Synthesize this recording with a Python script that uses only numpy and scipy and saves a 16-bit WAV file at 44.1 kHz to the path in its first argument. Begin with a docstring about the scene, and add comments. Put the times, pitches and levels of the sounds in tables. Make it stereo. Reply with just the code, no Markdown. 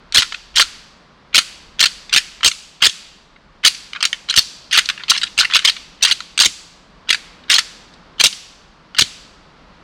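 """Hard, bony clacks in quick rattling runs: two antlers are clashed and ground together by hand, in quiet woodland.
Each touch of the tines is a burst of tiny impacts that rings the antlers' modes, damped by the grip.
The hands add a dull rub and thuds; the trunks scatter every run back as a soft bright tail of shaped noise.
Behind lies a faint noise wash of air and leaves, with a lumpy low rumble of gusts on the microphone ports.
The loudest clacks overload the nearby microphone."""
import sys
import numpy as np
from scipy import signal
from scipy.fft import rfft, irfft, next_fast_len
from scipy.io import wavfile
from scipy.ndimage import uniform_filter1d

SR = 44100
rng = np.random.default_rng(int(sys.argv[2]) if len(sys.argv) > 2 else 0)


def persist_wave(psi):
    """Save psi, clipped to +-1, as 16-bit WAV."""
    counts = np.round(np.clip(psi, -1, 1) * 32767).astype(np.int16)
    wavfile.write(sys.argv[1], SR, np.atleast_2d(counts).T)


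N = 433503


def from_db(db):
    """Decibels to gain."""
    return 10 ** (np.asarray(db) / 20)


def rms_one(x):
    """Scale to unit rms."""
    return x / np.sqrt(np.mean(x ** 2) + 1e-20)


def at_hz(points, hz):
    """Read a table on a log-frequency axis."""
    f, value = np.transpose(points)
    return np.interp(np.log(np.maximum(hz, 1)), np.log(f), value)


def filtered(x, hz, kind, order=2):
    """Causal Butterworth filter."""
    sos = signal.butter(order, hz, kind, fs=SR, output="sos")
    return signal.sosfilt(sos, x)


def add(out, s, sound):
    """Mix a stereo sound in at time s."""
    at = max(0, round(s * SR))
    out[:, at:at + sound.shape[1]] += sound[:, :N - at]


def air(level_db=5.0, rumble_db=5.5, rumble_hz=[21, 54], wander_db=3.0, wander_count=70):
    """A soft noise wash of distant leaves, with a lumpy rumble of air on the ports."""
    # still air and leaves: [f/Hz, relative spectral level/dB]
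    air_spectrum = [(12, -31), (20, -2), (43, 1), (77, -12.5), (116, -16.5), (156, -5.5), (365, -14.5),
                    (650, -14.5), (725, -15.5), (1120, -12.5), (2420, -22), (4550, -24), (8790, -46.5),
                    (12200, -60), (14000, -67)]
    # likeness of the wash in the two channels: [f/Hz, correlation]
    air_likeness = [(30, 0.55), (150, 0.89), (500, 0.81), (1500, 0.58), (6000, 0.12)]
    # breeze in the leaves: [t/s, level/dB before level_db]
    breeze = [(0.0, -50.5), (0.35, -53.5), (1.89, -51), (2.85, -56), (3.72, -52.5), (5.64, -50.5),
              (5.78, -51), (6.74, -53), (7.17, -49.5), (8.16, -49.5), (8.27, -52.5), (9.83, -49.5)]
    # gusts on the ports: [t/s, rumble level/dB before rumble_db and the wander]
    gusts = [(0.0, -59), (0.63, -52), (1.15, -70), (1.58, -55), (2.46, -59.5), (2.6, -69), (3.42, -58.5),
             (4.76, -68.5), (5.28, -60.5), (8.19, -63.5), (9.55, -60.5), (9.83, -52)]

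    size = next_fast_len(N, real=True)
    hz = np.arange(size // 2 + 1) * SR / size
    alike = np.clip(at_hz(air_likeness, hz), -1, 1)
    mid, side = rfft(rng.standard_normal((2, size)))
    pair = np.sqrt(1 + alike) * mid + np.sqrt(1 - alike) * side * [[1], [-1]]
    coloured = pair * from_db(at_hz(air_spectrum, hz))
    wash = rms_one(irfft(coloured, size)[:, :N])
    # the rumble has its own band, so the wash keeps above it
    wash = filtered(wash, rumble_hz[1], "high")

    t = np.arange(N) / SR
    breeze_db = level_db + np.interp(t, *np.transpose(breeze))
    wander = np.interp(t, np.linspace(0, N / SR, wander_count), rng.standard_normal(wander_count))
    gust_db = rumble_db + np.interp(t, *np.transpose(gusts)) + wander_db * wander
    # each port feels its own eddies as well as the shared gust
    eddies = rng.standard_normal((2, N)) + 0.42 * rng.standard_normal(N)
    rumble = rms_one(filtered(eddies, rumble_hz, "band"))
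    return rumble * from_db(gust_db) + wash * from_db(breeze_db)


def woods(x, build_s=0.01, alike=0.33):
    """Countless trunks scatter the energy of each band into a diffuse tail that builds up briefly, then dies."""
    # colour of the scattered sound: [f/Hz, relative level/dB]
    scatter = [(300, -7), (800, -7.5), (1500, -2.5), (2300, -2), (3300, -2.5), (3900, -4), (5500, 0.5),
               (6900, 1.5), (8800, 0.5), (11000, -3.5), (13000, -12), (16000, -24.5)]
    # its decay: [f/Hz, time to fall by 60 dB/s]
    woods_t60 = [(300, .7), (1300, 1), (3500, 0.93), (6500, 0.77), (9200, 0.48), (15000, 0.15)]

    edges = np.geomspace(600, 16000, 15)
    # two stereo noise pairs, partly alike left and right, serve the bands in turn
    white = rng.standard_normal((2, 3, N))
    share = np.clip(alike, 0, 1)
    pairs = np.sqrt(share) * white[:, 2:] + np.sqrt(1 - share) * white[:, :2]
    rise = np.exp(-1 / (build_s * SR))
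    source = x.mean(axis=0) + 1e-12 * white[0, 0]
    out = np.zeros((2, N))
    for k, band in enumerate(zip(edges, edges[1:])):
        hz = np.sqrt(np.prod(band))
        fall = np.exp(-2 * np.log(1000) / (at_hz(woods_t60, hz) * SR))
        power = filtered(source, band, "band") ** 2
        energy = signal.lfilter([(1 - rise) * (1 - fall)], np.poly([rise, fall]), power)
        noise = rms_one(filtered(pairs[k % 2], band, "band"))
        out += from_db(at_hz(scatter, hz)) * np.sqrt(np.abs(energy)) * noise
    return out


def hands(clacks, thud_db=4.5, thud_hz=[30, 215], fade_s=0.0094, body_db=-32.0, steepness=1.2):
    """The hands take up each blow: a dull rub under the heavy clacks, a thud under the hardest."""
    # hands jolted by the hardest clashes: [t/s, level/dB before thud_db and the channel balance]
    thuds = [(0.184, -27.5), (2.146, -34.5), (2.47, -29), (2.825, -34), (2.868, -32.5), (4.376, -25),
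             (6.46, -24.5), (8.25, -23.5), (8.992, -27), (9.017, -20.5)]

    out = np.zeros((2, N))
    t = np.arange(SR // 10) / SR
    for s, level_db in thuds:
        push = rms_one(filtered(rng.standard_normal(len(t)), thud_hz, "band")) * np.exp(-t / fade_s)
        add(out, s, push * from_db(level_db + thud_db + np.array([[-11], [3]])))
    # 5 ms running level of the clacks in the first channel
    effort = np.sqrt(np.abs(uniform_filter1d(clacks[0] ** 2, SR // 200)))
    rub = rms_one(filtered(rng.standard_normal(N), [130, 800], "band"))
    rub_gain = from_db(body_db) * np.tanh(effort) ** steepness
    return out + rub_gain * rub * from_db([[-4], [2]])


def tine_contacts(contact_gap_s=.0105, gap_jitter=.14, skid_share=0.78, force_spread_db=1.24,
                  bright_spread_db=2.0):
    """Every touch as (s, level dB, brightness dB, skid s): a clash is a graze, a catch, an uneven run and a slip."""
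    # clashes, each a quick run of tine contacts:
    # [t/s, length/s, level/dB, swell from first to last/dB, brightness/dB]
    clashes = [(0.146, .046, -6, 3, 2.5), (0.195, 0.017, -13, -3.5, 3), (0.5595, .036, -9.5, 3, 2.5),
               (0.5966, .036, -7, -3.5, 2.5), (1.3456, 0.052, -6, 0, 2.5), (1.8041, .015, -6, -2.5, 3.5),
               (1.827, .02, -6.5, 1.5, -0.5), (1.857, 0.017, -11.5, -7.5, 3), (2.1281, 0.03, -10, 2, 1.5),
               (2.1618, 0.025, -5.5, -2, 1), (2.4459, 0.041, -6.5, -3, 5), (2.8228, 0.052, -6, 0.5, 2.5),
               (3.6489, .034, -4, -1.5, 4.5), (3.9506, 0.026, -26.5, 2.5, -9.5),
               (4.2977, .019, -13.5, -1, 4.5), (4.362, 0.034, -5.5, 8, 6), (4.727, 0.046, -11, 0, -1.5),
               (4.775, .024, -4.5, -2.5, 0), (5.098, .013, -4.5, 1, 9), (5.131, 0.041, -20, 2.5, -4),
               (5.3879, .027, -7, -1.5, 1.5), (5.4196, .022, -17.5, 0, -6.5), (5.4997, .033, -23, 7, -7),
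               (5.5361, 0.037, -7.5, 3, -3), (5.649, .015, -5.5, -2.5, -2), (5.6747, .029, -9, -3, 0),
               (6.026, .031, -7, 3, 5.5), (6.059, 0.049, -17, -4, 1), (6.111, .018, -8.5, -2, 3.5),
               (6.4004, 0.042, -7.5, -4.5, 3.5), (6.448, 0.02, -7, 4.5, 3.5), (7.091, .023, -10.5, 9.5, 0),
               (7.4995, .07, -9, -1.5, 3.5), (7.5832, .015, -8, -2, 2), (8.1993, .017, -7, 5.5, 4.5),
               (8.2383, .037, -5.5, -6, 8), (8.9861, 0.013, -4.5, 3.5, 1.5), (9.0094, .02, -7.5, -0.5, 3.5)]
    # single knocks between the clashes: [t/s, level/dB, brightness/dB, skid length/s]
    knocks = [(0.1235, -22.5, 2.5, 0.0055), (0.2216, -12, -0.5, 0.0094), (0.323, -22, -3.5, 0.0066),
              (0.344, -21.5, -4.5, 0.0064), (1.7935, -14, -1, .006), (2.095, -28, -3, 0.0048),
              (2.4077, -30.5, -8, 0.0054), (2.4318, -13, -1, 0.0095), (2.5144, -18, -2, .004),
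              (2.895, -19.5, 7, .0055), (3.36, -43.5, -12, .006), (3.637, -19.5, -8, .006),
              (3.747, -27.5, 8, .005), (3.9326, -20.5, -3.5, .002), (4.006, -21.5, -1.5, 0.0079),
              (4.027, -7.5, 0.5, .0036), (4.038, -15, -6, .007), (4.0525, -5.5, 3, .0036),
              (4.1294, -11, -2, 0.0029), (4.2873, -21.5, -2, 0.0052), (4.326, -24, -4, 0.0079),
              (4.34, -17, 1, 0.0066), (4.711, -22.5, 0.5, .012), (4.8563, -20, 4, .005),
              (4.889, -11.5, 1, .004), (4.8984, -13.5, -4.5, 0.0067), (4.977, -27, -10, .0045),
              (4.998, -34, -9.5, .025), (5.0357, -23.5, -6.5, 0.0049), (5.083, -23, -5.5, .01),
              (5.1159, -8.5, -5, 0.0059), (5.1765, -15.5, 3, 0.0069), (5.215, -20.5, -5, .014),
              (5.2328, -12, -2, 0.0079), (5.269, -29, -3, .0095), (5.3778, -13, 1, .006),
              (5.4473, -13, -7, .0085), (5.5914, -15.5, -3.5, .005), (5.623, -28.5, -4.5, 0.0049),
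              (5.7655, -25.5, -2.5, .005), (6.2043, -21, -0.5, 0.0032), (6.377, -11.5, 6, 0.0051),
              (6.3901, -8.5, 0, 0.0033), (7.128, -12, 3.5, 0.01), (7.1452, -15, -3.5, 0.0078),
              (7.437, -42.5, 4, 0.0043), (7.938, -43, 21, 0.0048), (8.327, -25, 9, 0.0058),
              (8.9477, -25.5, -4.5, 0.0046), (8.9663, -27.5, -2.5, .012)]
    # light touches round a clash, where the tines graze, catch and finally slip off:
    # [t/s, level/dB and brightness/dB relative to the clash, skid length/s]
    # graze and catch count back from its start, slip on from its end (negative: before the end)
    graze, catch, slip = (.017, -30.5, -6.0, .014), (.004, -16.0, -4.0, .004), (-0.01, -19.5, -5.5, .005)

    touches = list(knocks)
    chance = rng.standard_normal(size=(len(clashes), 3, 16))
    for (s, length_s, level_db, swell_db, bright_db), (late, force, edge) in zip(clashes, chance):
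        count = int(np.clip(round(length_s / contact_gap_s), 2, len(late)))
        gap_s = length_s / count
        # the contacts share the effort of the clash unevenly
        force_db = level_db + force_spread_db * (force - force[:count].mean())
        edge_db = bright_db + bright_spread_db * (edge - edge[:count].mean())
        for k, progress in enumerate(np.linspace(-.5, .5, count)):
            # the first contact is on time, the rest stray by a share of the gap
            at = s + gap_s * (k + gap_jitter * late[k] * (k > 0))
            touches.append((at, force_db[k] + swell_db * progress, edge_db[k], skid_share * gap_s))
        fringe = ((s - graze[0], graze), (s - catch[0], catch), (s + length_s + slip[0], slip))
        for at, (_, soft_db, dull_db, skid_s) in fringe:
            touches.append((at, level_db + soft_db, bright_db + dull_db, skid_s))
    return touches


def contact(t, skid_s, bounces_per_s, bounce_db, drag_db, drag_s):
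    """A first touch, micro-bounces while the ridged tines skid, then a light drag as they part."""
    happens = rng.random(len(t)) < bounces_per_s / SR
    skid = np.exp(-(t / skid_s) ** 3)
    drag = from_db(drag_db) * np.exp(-t / (drag_s + skid_s))
    force = happens * rng.standard_normal(len(t)) * from_db(bounce_db) * (skid + drag)
    force[0] = 1
    return force


def antlers(spot_db=1.55, grip_detune=0.033, grip_t60_s=.012, aim_db=1.63, aim_turn=0.18, crack_db=-18.0,
            crack_s=0.00032, low_hz=1020, lag_s=.000016, lean_db=1.27, top_hz=12000, hardening=0.39,
            touch_s=0.0013):
    """Each contact rings both antlers, as set by where the tines meet; the grip damps and bends the modes."""
    # modes of one antler: [f/Hz before the grip's detuning, relative level/dB]
    antler_modes = [(1130, -17), (1420, -5), (1760, -5), (2130, -5), (2420, -4.5), (2850, 0.5), (3180, 2),
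                    (3560, -0.5), (4020, 1), (4420, -0.5), (4800, -3), (5450, -6), (6200, -5.5),
                    (6700, -10.5), (7500, -12), (8550, -9.5), (9700, -24.5), (10800, -20), (12700, -27),
                    (14600, -31)]

    hz, mode_db = np.transpose(antler_modes + antler_modes)
    t = np.arange(SR // 80) / SR
    skid_t = np.arange(SR // 22) / SR
    # brightness tilts the modes about 3100 Hz
    treble = np.tanh(2 * np.log(hz / 3100))
    # high modes radiate in lobes, so they reach the two ports more unequally
    lobes = np.array([[1], [-1]]) * hz / 4000
    out = np.zeros((2, N))
    for s, level_db, bright_db, skid_s in tine_contacts():
        spot, grip, aim, turn = rng.standard_normal((4, len(hz)))
        strength = from_db(mode_db + spot_db * spot + bright_db * treble)
        strength = strength * rng.choice([-1, 1], len(hz))
        port_gain = from_db(lobes * (aim_db * aim - lean_db) / 2)
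        # the lag delays the first port against the second
        port_phase = lobes * (aim_turn * turn - np.pi * 4000 * lag_s)
        ports = port_gain * np.exp(1j * port_phase)
        spin = 2j * np.pi * hz * (1 + grip_detune * grip)
        modes = np.exp((spin - np.log(1000) / grip_t60_s)[:, None] * t)
        ring = ((strength * ports) @ modes).imag
        crack = from_db(crack_db + bright_db) * rng.standard_normal(len(t)) * np.exp(-t / crack_s)
        force = contact(skid_t, skid_s, bounces_per_s=2800, bounce_db=-8.5, drag_db=-10.5, drag_s=0.011)
        clack = signal.fftconvolve(ring + crack, force[None], axes=1)
        # harder blows make shorter contacts, which reach higher
        reach_hz = top_hz * from_db(hardening * (level_db + 9.0))
        clack = filtered(clack, min(reach_hz, .4 * SR), "low")
        # longer skids carry more energy at the same level
        power = np.sum(clack ** 2) / (2 * SR * (skid_s + touch_s))
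        add(out, s, clack * from_db(level_db) / np.sqrt(power))
    # thin tines radiate little bass
    return filtered(out + 1e-18, low_hz, "high", order=4)


def scene():
    """The antlers close by, the woods around them."""
    clacks = from_db(0.45) * antlers()
    direct = clacks * from_db([[-.6], [.6]]) + hands(clacks)
    tail = woods(clacks)
    # the tail is coloured by one soft, high resonance
    resonance = signal.lfilter(*signal.iirpeak(4620, 12, fs=SR), tail)
    tail = tail + from_db(-5.0) * resonance
    return direct + from_db(-18.5) * tail + air()


def record(dry, cutoff_hz=15900):
    """The loudest clacks flatten smoothly just below full scale; then a steep low-pass cuts the top."""
    overloaded = .96 * dry / (1 + dry ** 8) ** (1 / 8)
    return signal.sosfilt(signal.ellip(8, .1, 60, cutoff_hz, fs=SR, output="sos"), overloaded)


dry = scene()
out = record(dry)
persist_wave(out)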